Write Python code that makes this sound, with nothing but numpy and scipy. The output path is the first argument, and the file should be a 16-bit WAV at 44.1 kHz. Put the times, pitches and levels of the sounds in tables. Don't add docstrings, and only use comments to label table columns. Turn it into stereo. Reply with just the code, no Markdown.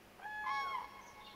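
import sys
import numpy as np
from scipy import signal
from scipy.fft import rfft, irfft
from scipy.io import wavfile

SR = 44100
rng = np.random.default_rng(int(sys.argv[2]) if len(sys.argv) > 2 else 0)


def waveform_to_disk(signal):
    frames = np.transpose(np.atleast_2d(signal))
    scaled = np.clip(frames, -1, 1) * 32767
    samples = np.round(scaled).astype(np.int16)
    wavfile.write(sys.argv[1], SR, samples)


N = 59535


def undb(db):
    return 10 ** (np.asarray(db) / 20)


def unit(x):
    return x / np.sqrt(np.mean(x ** 2))


def curves(table):
    rows = np.array(table, float)
    return [np.interp(np.arange(N) / SR, rows[:, 0], col) for col in rows.T[1:]]


def colour(x, points):
    hz, db = np.array(points, float).T
    f = np.maximum(np.fft.rfftfreq(N, 1 / SR), 1)
    return irfft(rfft(x) * undb(np.interp(np.log(f), np.log(hz), db)), N)


def wander(hz):
    return unit(signal.sosfilt(signal.butter(2, hz, fs=SR, output="sos"), rng.standard_normal(N)))


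def background():
    # frequency_hz, gain_db
    air_tone = [(20, -7.5), (38, -11), (52, 0), (75, -10), (140, -8), (240, -7.5), (480, -4.5),
                (800, -10.5), (1600, -13), (2700, -15), (3800, -23.5), (5000, -22.5), (7000, -28),
                (8600, -32.5), (9500, -27.5), (15500, -30)]
    side_tone = [(30, -16), (120, -1), (300, -4.5), (2000, -15.5), (9000, -10.5), (14000, -81)]
    # pitch_hz, level_db
    hum_tones = [(100, -77.5), (200.5, -72.5), (734, -76.5)]
    mid, side = (unit(colour(rng.standard_normal(N), air_tone)) for _ in range(2))
    air = undb(-60.5) * (mid + colour(side, side_tone) * np.array([[1], [-1]]))
    hum = np.zeros(N)
    for hz, db in hum_tones:
        pitch = hz * (1 + 0.0109 * wander(16.4))
        hum += undb(db) * np.sqrt(2) * np.sin(2 * np.pi * np.cumsum(pitch) / SR)
    return air + hum


def low_crane():
    # time_s, pitch_hz, level_db, roughness (0 clean, 1 full rattle)
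    call = [(.205, 729.6, -57, 1.02), (.222, 775.5, -54.5, 0.57), (.24, 787, -48, 0.31),
            (.258, 848, -39.5, 0.24), (.29, 850, -46, 0.01), (.40, 849.3, -43.5, 0.03),
            (.52, 848.3, -39.5, 0.05), (.57, 841.4, -43, 0), (.61, 831.4, -37.5, 0),
            (.628, 805, -55.5, 0.4), (.67, 709, -54, 0.32), (.73, 638, -58, 1.05)]
    # time_s, overtone_2_db, overtones_3_and_4_db, higher_overtones_db
    brightness = [(.22, -1.5, 16, 6), (0.242, -4.5, 13, -11), (0.258, -7.5, -11.5, -1), (.31, -1, 4.5, 5),
                  (.40, 1, 4, 4.5), (.51, -9, -3.5, -1), (0.569, -0.5, -8, -12), (0.608, -7.5, -10, -13),
                  (.67, 7.5, -3, -8)]
    # pitch_multiple, gain_db
    overtones = [(1, -4), (2, -1), (3, -24.5), (4, -27.5), (5, -37.5), (6, -43), (7, -47.5), (8, -43.5)]
    # time_s, level_db
    croak = [(0.186, -66), (0.196, -50.5), (.208, -65), (0.238, -58)]
    growl = [(.54, -80), (.62, -60), (.7, -60), (0.839, -67)]
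    # frequency_hz, gain_db
    croak_tone = [(400, -18), (700, 7), (1100, 5.5), (1700, -5.5), (4500, -52)]
    growl_tone = [(250, -24), (470, 5.5), (650, -4), (1000, -27.5)]
    voice, phase = crane_voice(call, brightness, overtones)
    return voice + rasp(phase, croak, croak_tone) + rasp(phase, growl, growl_tone)


def rasp(phase, levels, tone):
    t = np.arange(N) / SR
    puffs = rng.standard_normal(N) * (1 + np.cos(phase))
    sounding = (t > levels[0][0]) & (t < levels[-1][0])
    return unit(colour(puffs, tone)) * undb(curves(levels)[0]) * sounding


def crane_voice(call, brightness, overtones, cracks=()):
    attack_s, release_s = 0.0058, 0.0057
    crack_s, crack_hz_per_db = .0035, 3
    rattle_hz, rattle_depth, rattle_glide = 90, .8, .07
    t = np.arange(N) / SR
    hz, db, rough = curves(call)
    rough = np.clip(rough, 0, 1)
    fade_in = np.clip((t - call[0][0]) / attack_s, 0, 1)
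    fade_out = np.clip(1 - (t - call[-1][0]) / release_s, 0, 1)
    crack_db = sum(lift_db * np.exp(-((t - at) / crack_s) ** 2) for at, lift_db in cracks)
    rattle = 2 * np.pi * np.cumsum(rattle_hz * (1 + 0.1208 * wander(32.7))) / SR
    bend = rough * (.055 * wander(260) - rattle_glide * np.cos(rattle))
    wobble = np.minimum(rough, .35) * 0.05 * wander(87.2)
    pitch = hz * (1 + bend + wobble) - crack_hz_per_db * crack_db
    phase = 2 * np.pi * np.cumsum(pitch) / SR
    depth = rough * rattle_depth
    pulses = np.exp(depth * np.sin(rattle)) / np.sqrt(np.i0(2 * depth))
    shimmer = 1 + rough * .3 * wander(260)
    octave_db, middle_db, upper_db = curves(brightness)
    lifts = [0, octave_db, middle_db, middle_db] + [upper_db] * len(overtones)
    voice = np.zeros(N)
    for (multiple, gain_db), lift_db in zip(overtones, lifts):
        gain = undb(gain_db + lift_db) * windpipe(multiple, pitch - hz.max())
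        voice += gain * np.sin(multiple * phase + rng.uniform(0, 2 * np.pi))
    return np.sqrt(2) * voice * pulses * shimmer * fade_in * fade_out * undb(db + crack_db), phase


def windpipe(multiple, off_hz, half_width_hz=75):
    return 1 / np.hypot(1, min(multiple - 1, 2) * off_hz / half_width_hz)


def scatter(x, decay_s, width):
    fade = np.exp(-np.arange(N) / SR / decay_s)
    fade /= np.linalg.norm(fade)
    mid, side = (signal.fftconvolve(x, rng.standard_normal(N) * fade)[:N] for _ in range(2))
    return mid + width * side * np.array([[1], [-1]])


def field_echoes(x):
    # delay_s, gain_db
    echoes = [(.11, -24.5), (.235, -16), (.40, -24), (.59, -20), (0.711, -21.5)]
    # frequency_hz, gain_db
    echo_tone = [(500, -27), (850, 3.5), (1000, -2.5), (1100, -4), (1700, -6.5), (2200, 2.5), (3300, 0.5),
                 (4400, 3.5), (8000, -5.5)]
    garden = undb(-24) * scatter(x, decay_s=.018, width=1.6)
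    far = colour(x, echo_tone)
    wash = undb(-13.5) * scatter(far, decay_s=0.24, width=0.31)
    woods = sum(undb(db + 3 * wander(12)) * wood_echo(far, delay_s) for delay_s, db in echoes)
    return garden + wash + woods


def wood_echo(x, delay_s, passing=.6):
    size = 4 * N
    turn = -2j * np.pi * np.fft.rfftfreq(size, 1 / SR)
    spectrum = rfft(x, size) * np.exp(turn * delay_s)
    for lag_s in rng.uniform(.003, .012, size=3):
        trip = np.exp(turn * lag_s)
        spectrum = spectrum * (passing + trip) / (1 + passing * trip)
    return irfft(spectrum, size)[:N]


def high_crane():
    # time_s, pitch_hz, level_db, roughness (0 clean, 1 full rattle)
    call = [(.438, 1076, -50, 0.99), (.461, 1056, -50, 0.92), (.467, 1023, -38, 0.36),
            (.492, 1024, -38.5, 0.346), (.508, 1106, -39, 0.11), (.53, 1101, -40, 0.016),
            (.67, 1098, -39.5, 0.008), (.73, 1088, -43, 0.048), (.757, 1020, -39.5, 0.25),
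            (.782, 971, -42.5, 0.31), (.80, 977, -44, 0.49), (.83, 1000, -47.5, 1),
            (.862, 966.3, -54, 0.86)]
    # time_s, overtone_2_db, overtones_3_and_4_db, higher_overtones_db
    brightness = [(.46, -1.5, -8, -20), (0.491, 2.5, -3, -3), (.515, -0.5, -5, -3.5), (.535, -3, -2.5, 1),
                  (.565, 5, -6, 1.5), (0.63, 1.5, -0.5, 4), (0.662, -8, -13, -8.5), (0.688, 0, 4, -2),
                  (0.724, 7, 0, -4), (.765, -3.5, -1, -14)]
    # pitch_multiple, gain_db
    overtones = [(1, -1), (2, -11), (3, -15), (4, -26.5), (5, -22.5), (6, -34)]
    # time_s, lift_db
    cracks = [(.467, 4), (0.497, 2.5), (.516, 4.5), (.753, 7.5), (0.786, 6.5)]
    # time_s, level_db
    breath = [(0.453, -82), (0.469, -61), (.51, -66), (.545, -56), (.575, -56.5), (0.629, -62), (.68, -81),
              (0.762, -72), (.85, -100)]
    # frequency_hz, gain_db
    breath_tone = [(1500, -10.5), (2800, -16.5), (3700, -1.5), (5700, -8), (7000, -25), (10000, -23),
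                   (15000, -36)]
    voice, phase = crane_voice(call, brightness, overtones, cracks)
    return voice + rasp(phase, breath, breath_tone)


def small_birds():
    # start_s, length_s, from_hz, to_hz, level_db, warble (share of the pitch)
    chirps = [(1.005, 0.034, 6100, 6130, -71.5, 0.028), (1.051, 0.0506, 6335, 5900, -69.5, .05),
              (1.201, 0.02, 3700, 3410, -64.5, 0.062), (1.238, 0.024, 3250, 3920, -60.5, 0.041),
              (1.24, 0.033, 4467, 4155, -68.5, 0.05), (1.256, 0.02313, 3313, 2832, -63.5, 0.061),
              (1.287, 0.033, 3330, 3685, -66.5, 0.036), (1.292, 0.021, 4060, 4230, -65, 0.0315)]
    t = np.arange(N) / SR
    song = np.zeros(N)
    for start_s, length_s, from_hz, to_hz, db, warble in chirps:
        along = np.clip((t - start_s) / length_s, 0, 1)
        hz = (from_hz + (to_hz - from_hz) * along) * (1 + warble * wander(400))
        song += undb(db) * np.sin(np.pi * along) * np.sin(2 * np.pi * np.cumsum(hz) / SR)
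    return song + undb(9) * scatter(song, decay_s=0.04, width=0.057)


def scene():
    duet = low_crane() + high_crane()
    direct = duet * undb([[-.4], [.4]])
    return background() + direct + field_echoes(duet) + small_birds()


def record(dry):
    top_hz = 15650
    return signal.sosfilt(signal.ellip(10, .1, 70, top_hz, fs=SR, output="sos"), dry)


dry = scene()
out = record(dry)
waveform_to_disk(out)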